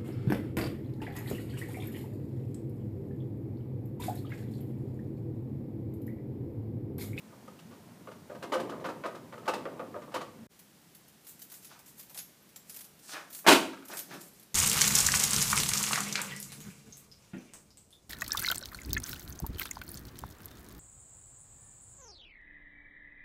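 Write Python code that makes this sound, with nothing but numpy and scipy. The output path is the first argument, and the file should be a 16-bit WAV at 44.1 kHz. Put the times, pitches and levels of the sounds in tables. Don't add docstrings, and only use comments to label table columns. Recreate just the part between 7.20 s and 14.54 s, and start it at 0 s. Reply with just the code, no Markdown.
import sys
import numpy as np
from scipy import signal
from scipy.fft import rfft, irfft
from scipy.io import wavfile

SR = 44100
rng = np.random.default_rng(int(sys.argv[2]) if len(sys.argv) > 2 else 0)


def unload_wav(signal):
    wavfile.write(
        sys.argv[1],
        SR,
        np.round(np.clip(np.atleast_2d(signal).T, -1, 1) * 32767).astype(np.int16),
    )


def invert_db(level):
    return 10 ** (np.asarray(level, dtype=float) / 20)


N = 323852


def rms_one(x):
    return x / np.sqrt(np.mean(x ** 2) + 1e-20)


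def at_hz(points, hz):
    hz_points, values = np.transpose(points)
    return np.interp(np.log(hz), np.log(hz_points), values)


def colour(x, spectrum):
    size = 4096
    bin_hz = np.maximum(np.arange(size // 2 + 1) * SR / size, 1)
    gain = invert_db(at_hz(spectrum, bin_hz))
    cepstrum = irfft(np.log(rms_one(gain)))
    cepstrum[1:size // 2] *= 2
    cepstrum[size // 2 + 1:] = 0
    response = irfft(np.exp(rfft(cepstrum)))
    return signal.fftconvolve(x, response)[:len(x)]


def grit(lumpy_db):
    sizes_db = lumpy_db * np.minimum(rng.exponential(1, N), 6)
    return rms_one(rng.standard_normal(N) * invert_db(sizes_db))


def bursts(times, levels_db, lengths_ms, die_ms, rise_ms=.01):
    out = np.zeros(N)
    t_ms = np.arange(1, int(.15 * SR)) / SR * 1000
    for s, level_db, length_ms, tail_ms in zip(*np.broadcast_arrays(times, levels_db, lengths_ms, die_ms)):
        dying = np.exp(-np.maximum(t_ms - max(length_ms, 0), 0) / max(tail_ms, .2))
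        shape = dying * (1 - np.exp(-t_ms / max(rise_ms, .01)))
        i = round(s * SR)
        out[i:i + len(t_ms)] = np.maximum(out[i:i + len(t_ms)], invert_db(level_db) * shape[:N - i])
    return out


def strokes(full_times, holds, levels_db, rise_db_per_s, fall_db_per_s):
    t = np.arange(N) / SR
    out = np.full(N, -120.)
    for full_s, hold, level_db in zip(full_times, holds, levels_db):
        rise_db = rise_db_per_s * np.maximum(full_s - t, 0)
        fall_db = fall_db_per_s * np.maximum(t - full_s - hold, 0)
        out = np.maximum(out, level_db - rise_db - fall_db)
    return out


def resonances(x, peaks):
    out = 0
    for k, (hz, width_hz, level_db) in enumerate(peaks):
        r = np.exp(-np.pi * max(width_hz, 5) / SR)
        a = [1, -2 * r * np.cos(2 * np.pi * hz / SR), r * r]
        b = [(1 - r * r) / 2, 0, (r * r - 1) / 2]
        out = out + (-1) ** k * invert_db(level_db) * signal.lfilter(b, a, x + 1e-18)
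    return out


def ring(force, hz, t60):
    r = invert_db(-60 / (max(t60, .005) * SR))
    w = 2 * np.pi * hz / SR
    return signal.lfilter([0, np.sin(w)], [1, -2 * r * np.cos(w), r * r], force + 1e-18)


BAND_EDGES = 25 * 2 ** np.arange(0, 9.6, 1 / 3)
# pitch_hz [Hz], t60_s [s]
ROOM_DECAY = [(100, .7), (300, 0.66), (1000, 0.4), (4000, 0.43), (12000, 0.37)]


def room(x, build_ms):
    t = np.arange(SR) / SR
    tail = 0
    white = rng.standard_normal((2, SR))
    for k, (low, high) in enumerate(zip(BAND_EDGES[::2], BAND_EDGES[2::2])):
        sos = signal.butter(2, [low, high], "band", fs=SR, output="sos")
        band = signal.sosfilt(sos, white[k % 2])
        t60 = max(at_hz(ROOM_DECAY, np.sqrt(low * high)), .05)
        tail = tail + band * invert_db(-60 * t / t60)
    tail = tail * (1 - np.exp(-1000 * t / build_ms))
    return signal.fftconvolve(x, tail / np.sqrt(np.sum(tail ** 2)))[:N]


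# pitch_hz [Hz], level_db [relative dB per Hz]
NEAR_AIR_COLOUR = [(15, -46), (25, -44), (101, 3.5), (240, 6.5), (421, -19.5), (495, -24), (666, -16.5),
                   (1110, -17.5), (1300, -13.5), (1490, -15.5), (3170, -21), (12200, -25), (15500, -27)]
# pitch_hz [Hz], level_db [relative dB per Hz]
FAR_AIR_COLOUR = [(15, -67), (25, -34.5), (43, -15), (96, -12), (169, -2), (567, -14.5), (1140, -18.5),
                  (1530, -18.5), (2560, -20), (3000, -20.5), (3630, -21), (11800, -23), (15500, -24.5)]


def air(spectrum, rms_db):
    return invert_db(rms_db) * colour(rng.standard_normal(N), spectrum)


# full_s [s, when the movement reaches its full level], hold_s [s], level_db [dB]
PUSHES = [(0.67, 0.023, -56), (1.39, 0.018, -40.5), (1.91, 0.014, -50.5), (2.347, 0.086, -44.5),
          (3.204, 0.017, -59)]
# pitch_hz [Hz], level_db [relative dB per Hz]
PUSH_COLOUR = [(71, -28), (120, -5.5), (289, 4), (536, -1), (740, -6.5), (1070, -6.5), (1180, -21),
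               (1760, -21), (4000, -33.5), (5200, -82), (8800, -120)]
# pitch_hz [Hz], width_hz [Hz], level_db [dB]
HUM = (224, 9.2, -49.5)
HUM_START_S, HUM_END_S = 3.18, 3.26


def shuffle():
    pushes_db = strokes(*np.transpose(PUSHES), rise_db_per_s=58, fall_db_per_s=22.5)
    pushes_db = np.maximum(pushes_db, -58.5)
    rubbing = colour(invert_db(pushes_db) * grit(lumpy_db=4.0), PUSH_COLOUR)
    hz, width_hz, level_db = HUM
    progress = np.clip((np.arange(N) / SR - HUM_START_S) / (HUM_END_S - HUM_START_S), 0, 1)
    swell = np.sin(np.pi * progress) ** .5
    hum = rms_one(resonances(rng.standard_normal(N), [(hz, width_hz, 0)]))
    return rubbing + invert_db(level_db) * swell * hum


# full_s [s, when the movement reaches its full level], hold_s [s], level_db [dB]
STEPS = [(6.736, .025, -54), (6.942, .01, -47.5), (7.218, .06, -75), (7.316, .004, -70)]
# pitch_hz [Hz], level_db [relative dB per Hz]
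STEP_COLOUR = [(35, -61), (60, -34), (172, -2.5), (355, -7), (389, -7), (494, -14.5), (900, -17),
               (1170, -40.5), (1980, -120)]


def feet():
    level_db = strokes(*np.transpose(STEPS), rise_db_per_s=204, fall_db_per_s=184)
    return invert_db(level_db) * colour(rng.standard_normal(N), STEP_COLOUR)


# [Hz, centre of the rub]
RUBS = [(4.093, .004, -49.5, 11400), (4.224, .004, -53.5, 11300), (4.326, 0.045, -55, 10500),
        (4.43, 0.027, -59, 10000), (4.505, .03, -59.5, 3580), (4.682, .01, -56.5, 10000),
        (4.796, .004, -53, 11600), (4.91, .03, -61.5, 11500), (4.972, 0.0037, -48.5, 10200),
        (5.494, 0.09, -57, 8900), (5.647, .004, -59, 10200), (5.842, 0.023, -56, 6540),
        (5.894, 0.015, -46.5, 5400), (5.924, 0.021, -44, 4380), (5.943, 0.027, -49, 2500),
        (6.141, 0.047, -47.5, 11600), (6.686, 0.0072, -61, 10070), (6.718, 0.015, -47, 3500),
        (6.73, 0.023, -46.5, 9400), (6.763, 0.028, -46.5, 8300), (6.913, 0.035, -52, 3000),
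        (7.012, 0.032, -54, 8900), (7.055, 0.026, -59, 10000), (7.15, .04, -64.5, 7300)]
# pitch_hz [Hz], level_db [relative dB per Hz]
SCRAPE_COLOUR = [(180, -43), (300, -6), (439, -11.5), (615, -4.5), (817, -4.5), (1100, -6), (1300, -1.5),
                 (1820, -4), (2040, -12), (2500, -9.5), (3250, -42.5), (5500, -120)]
PRESSED_HZ, PANEL_DB, PANEL_LOSS_DB_PER_OCTAVE = 3000, 2, 13.5


def cloth(octaves=0.66, skirt_db=-14):
    full_s, hold, level_db, hz = np.transpose(RUBS)
    rub_db = strokes(full_s, hold, level_db, rise_db_per_s=399.5, fall_db_per_s=299.5)
    pressed_db = level_db + PANEL_DB - PANEL_LOSS_DB_PER_OCTAVE * np.log2(hz / PRESSED_HZ)
    panel_db = strokes(full_s, hold, pressed_db, rise_db_per_s=800, fall_db_per_s=197)
    centre_hz = np.interp(np.arange(N) / SR, np.ravel([full_s, full_s + hold], "F"), np.repeat(hz, 2))
    rub = [grit(lumpy_db=1.5), grit(lumpy_db=1.5)]
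    panel = colour(grit(lumpy_db=4.5), SCRAPE_COLOUR)
    stroke, power = 0, 0
    for k, (low, high) in enumerate(zip(BAND_EDGES[16::2], BAND_EDGES[18::2])):
        sos = signal.butter(2, [low, high], "band", fs=SR, output="sos")
        band = signal.sosfilt(sos, rub[k % 2])
        distance = np.log2(np.sqrt(low * high) / centre_hz) / octaves
        gain = invert_db(skirt_db) + np.exp(-.5 * distance ** 2)
        stroke = stroke + gain * band
        power = power + gain ** 2 * np.var(band)
    return invert_db(rub_db) * stroke / np.sqrt(power) + invert_db(panel_db) * panel


# start_s [s], level_db [dB before the resonance], pitch_hz [Hz where the spot rings]
TOUCHES = [(4.317, -62, 900), (4.513, -57, 800), (4.559, -61.5, 900), (4.589, -66, 800), (4.903, -65, 600),
           (4.952, -59.5, 570), (4.987, -63, 1500), (6.244, -48, 700), (6.254, -42, 900),
           (6.693, -49.5, 803), (6.726, -41.5, 1590), (6.908, -45.5, 1250), (6.939, -69, 906)]
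TOUCH_MS, TOUCH_DIE_MS = 12, 9.0
SPOT_WIDTH_HZ, SPOT_DB = 240, 15.5


def taps_and_rub():
    s, level_db, _ = np.transpose(TOUCHES)
    touch = grit(lumpy_db=4.0)
    out = colour(bursts(s, level_db, TOUCH_MS, TOUCH_DIE_MS) * touch, SCRAPE_COLOUR)
    for time_s, touch_db, hz in TOUCHES:
        force = bursts([time_s], touch_db, TOUCH_MS, TOUCH_DIE_MS) * touch
        out += resonances(force, [(hz, SPOT_WIDTH_HZ, SPOT_DB)])
    return out


# start_s [s], level_db [dB before the resonances]
LATCH_RATTLES = [(6.4694, -38), (6.529, -28.5), (6.569, -38), (6.6234, -37.5), (6.6444, -48)]
# pitch_hz [Hz], width_hz [Hz], level_db [dB]
LATCH_PEAKS = [(1285, 124, 5.5), (1660, 100, -2), (2106, 300, -8)]


def latch():
    s, level_db = np.transpose(LATCH_RATTLES)
    force = bursts(s, level_db, lengths_ms=8, die_ms=13.2) * grit(lumpy_db=5.0)
    return resonances(force, LATCH_PEAKS)


# start_s [s], level_db [dB before the layer gains], pitch_hz [Hz near which it rings most]
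KEY_TOUCHES = [(3.392, -42.5, 11300), (3.7494, -43.5, 11300), (3.8815, -47, 7200), (4.0467, -50, 10900),
               (4.069, -38.5, 11800), (4.0894, -45, 12500), (4.1936, -44, 12800), (4.2183, -36, 14500),
               (4.3, -42.5, 9100), (4.318, -39, 12400), (4.3397, -37.5, 11600), (4.4278, -45, 7700),
               (4.4468, -37.5, 11200), (4.4694, -43.5, 11700), (4.5915, -43, 9890), (4.6613, -44, 7540),
               (4.6794, -44.5, 11500), (4.78, -44.5, 12700), (4.7953, -35, 12400), (4.8294, -45, 14600),
               (4.8968, -41.5, 12600), (4.9462, -35, 11900), (4.9755, -28.5, 11100), (4.989, -28, 6840),
               (5.2914, -49, 10100), (5.3602, -36, 7650), (5.4966, -33, 10600), (5.5443, -37, 13100),
               (5.564, -35.5, 14000), (5.5902, -35.5, 10800), (5.6083, -35.5, 11000),
               (5.6446, -39.5, 11900), (5.7922, -47, 9900), (6.1027, -42, 15100), (6.129, -35, 11600),
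               (6.148, -34, 10900), (6.1897, -38.5, 12400), (6.6518, -41.5, 12200), (6.6837, -37, 12500),
               (6.7713, -26.5, 11400), (6.7914, -26.5, 12000), (6.9383, -39.5, 11900),
               (7.0094, -38.5, 7450), (7.197, -46, 11600), (7.2274, -46, 11400)]
# count, lowest_hz [Hz before a random shift], highest_hz [Hz, likewise], t60_s [s]
KEY_MODES = (40, 3800, 15300, .022)
# pitch_hz [Hz], level_db [relative dB per Hz]
SCRATCH_COLOUR = [(290, -41.5), (500, -8.5), (927, -14.5), (1580, -9.5), (2100, -8), (6640, -4.5),
                  (9370, -5.5), (11500, 2), (15500, -3.5)]
# start_s [s], level_db [dB], t60_s [s]
FREE_RINGS = [(5.012, -48, .2), (5.225, -58, .06), (7.05, -59, .1), (7.08, -53, .07), (7.135, -56, .07),
              (7.23, -57, .06)]
FREE_RING_HZ = 11650
CLINK_MS = 4.5
GLINT_DB = -36


def keys(reach_octaves=.028, stray_db=-10):
    s, level_db, ring_hz = np.transpose(KEY_TOUCHES)
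    count, low_hz, high_hz, t60 = KEY_MODES
    scratch = grit(lumpy_db=3.0)
    scratch[np.round(s * SR).astype(int)] = 8.1
    out = invert_db(-11.5) * colour(bursts(s, level_db, CLINK_MS, die_ms=9.0) * scratch, SCRATCH_COLOUR)
    strays = invert_db(stray_db + rng.normal(0, 5, (len(s), count)))
    glint_db = level_db + GLINT_DB
    modes_hz = np.linspace(low_hz, high_hz, count) + rng.uniform(-100, 100, count)
    for k, hz in enumerate(modes_hz):
        near = np.exp(-.5 * (np.log2(hz / ring_hz) / reach_octaves) ** 2)
        share = strays[:, k] * (hz / high_hz) ** 2 + near
        mode_db = glint_db + 20 * np.log10(share)
        out += ring(bursts(s, mode_db, CLINK_MS, die_ms=19.0) * scratch, hz, t60)
    for time_s, ring_db, t60 in FREE_RINGS:
        click = np.arange(N) == round(time_s * SR)
        out += ring(invert_db(ring_db) * click, FREE_RING_HZ, t60)
    return out


# start_s [s], level_db [dB before the layer gains],
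# hardness_db [dB, metal crack over panel, before the layer gains], length_ms [ms of rattle]
HANDLE_KNOCKS = [(0.122, -46, -28, 15), (0.279, -38, -15.5, 0.74), (0.39, -58.5, 12, 3.5),
                 (0.511, -56, -2, 36), (0.873, -35, -34, 11), (0.916, -39, -10, 0.91),
                 (1.098, -32, -26, 5.6), (1.149, -34.5, -19, 4.2), (1.225, -32, -7, 9.8),
                 (1.321, -22, -13, 13), (1.336, -24, -7.5, 6.6), (1.353, -21, -17, 4.1),
                 (1.397, -33, -4.5, 5.4), (1.494, -34.5, -8, 7.2), (1.519, -29, -26, 5.2),
                 (1.598, -42, -14, 6.8), (1.643, -28.5, -14, 7.9), (1.654, -29, -12, 12),
                 (1.687, -27.5, -15.5, 10.4), (1.838, -24, -27, 17), (1.858, -27, -11, 2.6),
                 (1.948, -35.5, -11.5, 8.5), (2.125, -36.5, -17.5, 17), (2.178, -38, -12.5, 3.9),
                 (2.23, -42, -23, 6), (2.256, -36, -11.5, 7.6), (2.278, -18.5, -11, 9.5),
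                 (2.336, -25, -7.5, 4), (2.455, -28, -37, 5.9), (2.595, -26.5, -28, 9),
                 (2.742, -24, -40, 3.2), (2.819, -44.5, -8, 11), (2.877, -38.5, -24.5, 5),
                 (2.918, -43, -6, 5.7), (2.941, -28, -4, 9.8), (2.96, -24, -11, 2.9),
                 (3.01, -31.5, -7.5, 5.2)]
# pitch_hz [Hz], width_hz [Hz], level_db [dB before random strengths and gains]
DOOR_MODES = [(267, 106, -12.5), (380, 50, -1.5), (442, 25, -4.5), (509, 40, 5), (626, 154, -2),
              (750.3, 130, -2), (924, 63, -0.5), (967, 58, -0.5), (1170, 130, 0), (1279, 115, 2),
              (1334, 284, -5), (1574, 130, -5), (1720, 430, -14.5), (2650, 84, -16.5), (2936, 240, -21)]
# pitch_hz [Hz], level_db [relative dB per Hz]
CRACK_COLOUR = [(880, -31), (1500, -7), (2070, -6.5), (3210, -7), (3540, -9), (4020, -8), (10500, -19.5),
                (15500, -26)]
REBOUND_ABOVE_DB, REBOUND_S, REBOUND_MS = -33, .017, 7.5
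REBOUND_DB, REBOUND_SOFTER_DB, REBOUND_UPPER_DB = -2, -32, -4
UPPER_FROM_HZ, UPPER_DB, UPPER_PER_HARDNESS, UPPER_LEAST_DB = 750, 5.0, 0.38, -5
METAL_FROM_HZ, METAL_DB, DIE_MS, DIE_PER_LENGTH = 2000, 14.5, 6.6, 0.83
PANEL_TOP_HZ = 3000


def handle(first_blow=15.5):
    s, low_db, hardness_db, length_ms = np.transpose(HANDLE_KNOCKS)
    duller_db = np.repeat([0, REBOUND_UPPER_DB], len(s))
    length_ms = np.r_[length_ms, np.full(len(s), REBOUND_MS)]
    rebound_db = np.where(low_db > REBOUND_ABOVE_DB, low_db + REBOUND_DB, -120)
    s, low_db = np.r_[s, s + REBOUND_S], np.r_[low_db, rebound_db]
    hardness_db = np.r_[hardness_db, hardness_db + REBOUND_SOFTER_DB]

    reach_db = np.maximum(UPPER_DB + UPPER_PER_HARDNESS * hardness_db, UPPER_LEAST_DB)
    upper_db = low_db + reach_db + duller_db
    crack_db = low_db + hardness_db
    metal_db = crack_db + METAL_DB
    die_ms = DIE_MS + DIE_PER_LENGTH * length_ms
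    strengths_db = rng.normal(0, 2.15, (len(s), len(DOOR_MODES)))
    shaking = grit(lumpy_db=4.0)
    shaking[np.round(s * SR).astype(int)] = first_blow
    panel = 0
    for k, mode in enumerate(DOOR_MODES):
        if mode[0] < UPPER_FROM_HZ:
            level_db = low_db
        elif mode[0] < METAL_FROM_HZ:
            level_db = upper_db
        else:
            level_db = metal_db
        force = bursts(s, level_db + strengths_db[:, k], length_ms, die_ms) * shaking
        panel = panel + (-1) ** k * resonances(force, [mode])
    panel = signal.sosfilt(signal.butter(2, PANEL_TOP_HZ, fs=SR, output="sos"), panel)
    crack = bursts(s, crack_db, length_ms, die_ms=16.8, rise_ms=1.65) * grit(lumpy_db=0.5)
    return invert_db(7.5) * panel + invert_db(-8.5) * colour(crack, CRACK_COLOUR)


# start_s [s], level_db [dB before the layer gains]
BLOWS = [(6.264, -9), (6.27, -6.5), (6.276, -4.5), (6.282, -1.5), (6.293, -4.5), (6.301, -6.5), (6.313, -5),
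         (6.32, -6), (6.328, -10), (6.343, -12), (6.352, -13), (6.367, -18.5), (6.394, -26), (6.424, -30.5)]
# pitch_hz [Hz], level_db [relative dB per Hz]
CLATTER_COLOUR = [(35, -61.5), (60, -44.5), (292, 2.5), (424, -6), (628, -1), (810, -6.5), (897, 4),
                  (994, -7), (1100, 3), (1240, -10.5), (1440, -5), (1900, -7), (3500, -16.5), (4550, -42),
                  (7700, -120)]
# pitch_hz [Hz], level_db [relative dB per Hz]
TREBLE_COLOUR = [(1470, -23), (2500, -1.5), (4230, -7), (4600, -6.5), (5490, -10.5), (9010, -13),
                 (15500, -22)]
# pitch_hz [Hz], width_hz [Hz], level_db [dB before the layer gain]
SLAB_MODES = [(108, 14, -23.5), (203, 61, -4), (265, 32, 3.5), (315, 22, -2.5), (367, 39, 2.5),
              (495, 40, -14), (616, 32, -6), (665, 99, -1.5), (924, 110, -5), (1067, 53, -6),
              (1404, 120, -4)]
BLOW_MS, FIRM_AFTER_S, FIRST_BLOW_DULL_DB = 7.1, .0015, -3
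SLAB_SWELL_DB_PER_S = 29.5


def bang(order=4, firm_blow=16.3):
    s, level_db = np.transpose(BLOWS)
    contact = grit(lumpy_db=4.0)
    contact[np.round((s + FIRM_AFTER_S) * SR).astype(int)] = -firm_blow
    clatter = colour(bursts(s, level_db, BLOW_MS, die_ms=6.9, rise_ms=1.1) * contact, CLATTER_COLOUR)
    slab_db = level_db + SLAB_SWELL_DB_PER_S * (s - s[0])
    slab = resonances(bursts(s, slab_db, BLOW_MS, die_ms=13.0) * grit(lumpy_db=4.5), SLAB_MODES)
    slab = signal.sosfilt(signal.butter(order, 85, "high", fs=SR, output="sos"), slab)
    treble_db = level_db + FIRST_BLOW_DULL_DB * (s == s[0])
    spray = bursts(s, treble_db, BLOW_MS, die_ms=19.0, rise_ms=2.9) * grit(lumpy_db=2.5)
    return invert_db(-13) * clatter + invert_db(2.5) * slab + invert_db(-14) * colour(spray, TREBLE_COLOUR)


CUT_S, RESUME_S, FADE_IN_S, GAP_DB = 3.268, 3.29, 0.029, -36


def scene():
    t = np.arange(N) / SR
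    door = handle()
    near = door + invert_db(-9.5) * room(door, build_ms=7.6) + shuffle()
    near = near + air(NEAR_AIR_COLOUR, rms_db=-54)

    jingle, blow = keys(), bang()
    hands_and_feet = cloth() + latch() + taps_and_rub() + feet()
    into_room = invert_db(-10.5) * jingle + invert_db(-7.0) * hands_and_feet + invert_db(-11) * blow
    far = jingle + hands_and_feet + blow + room(into_room, build_ms=3.6)
    far = far + air(FAR_AIR_COLOUR, rms_db=-60)
    fade = np.clip((t - RESUME_S) / FADE_IN_S, invert_db(GAP_DB), 1)
    return np.where(t < CUT_S, near, far * fade)[None]


def top_cut(x):
    return signal.sosfilt(signal.butter(12, 15780, fs=SR, output="sos"), x)


MIC_LOW_HZ, TOP_HZ = 50, 15380


def record(dry):
    x = 1.2 * np.tanh(dry / 1.2)
    x = signal.sosfilt(signal.butter(2, MIC_LOW_HZ, "high", fs=SR, output="sos"), x)
    x = signal.sosfilt(signal.ellip(10, .5, 70, TOP_HZ, fs=SR, output="sos"), x)
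    return top_cut(x)


dry = scene()
out = record(dry)
unload_wav(out)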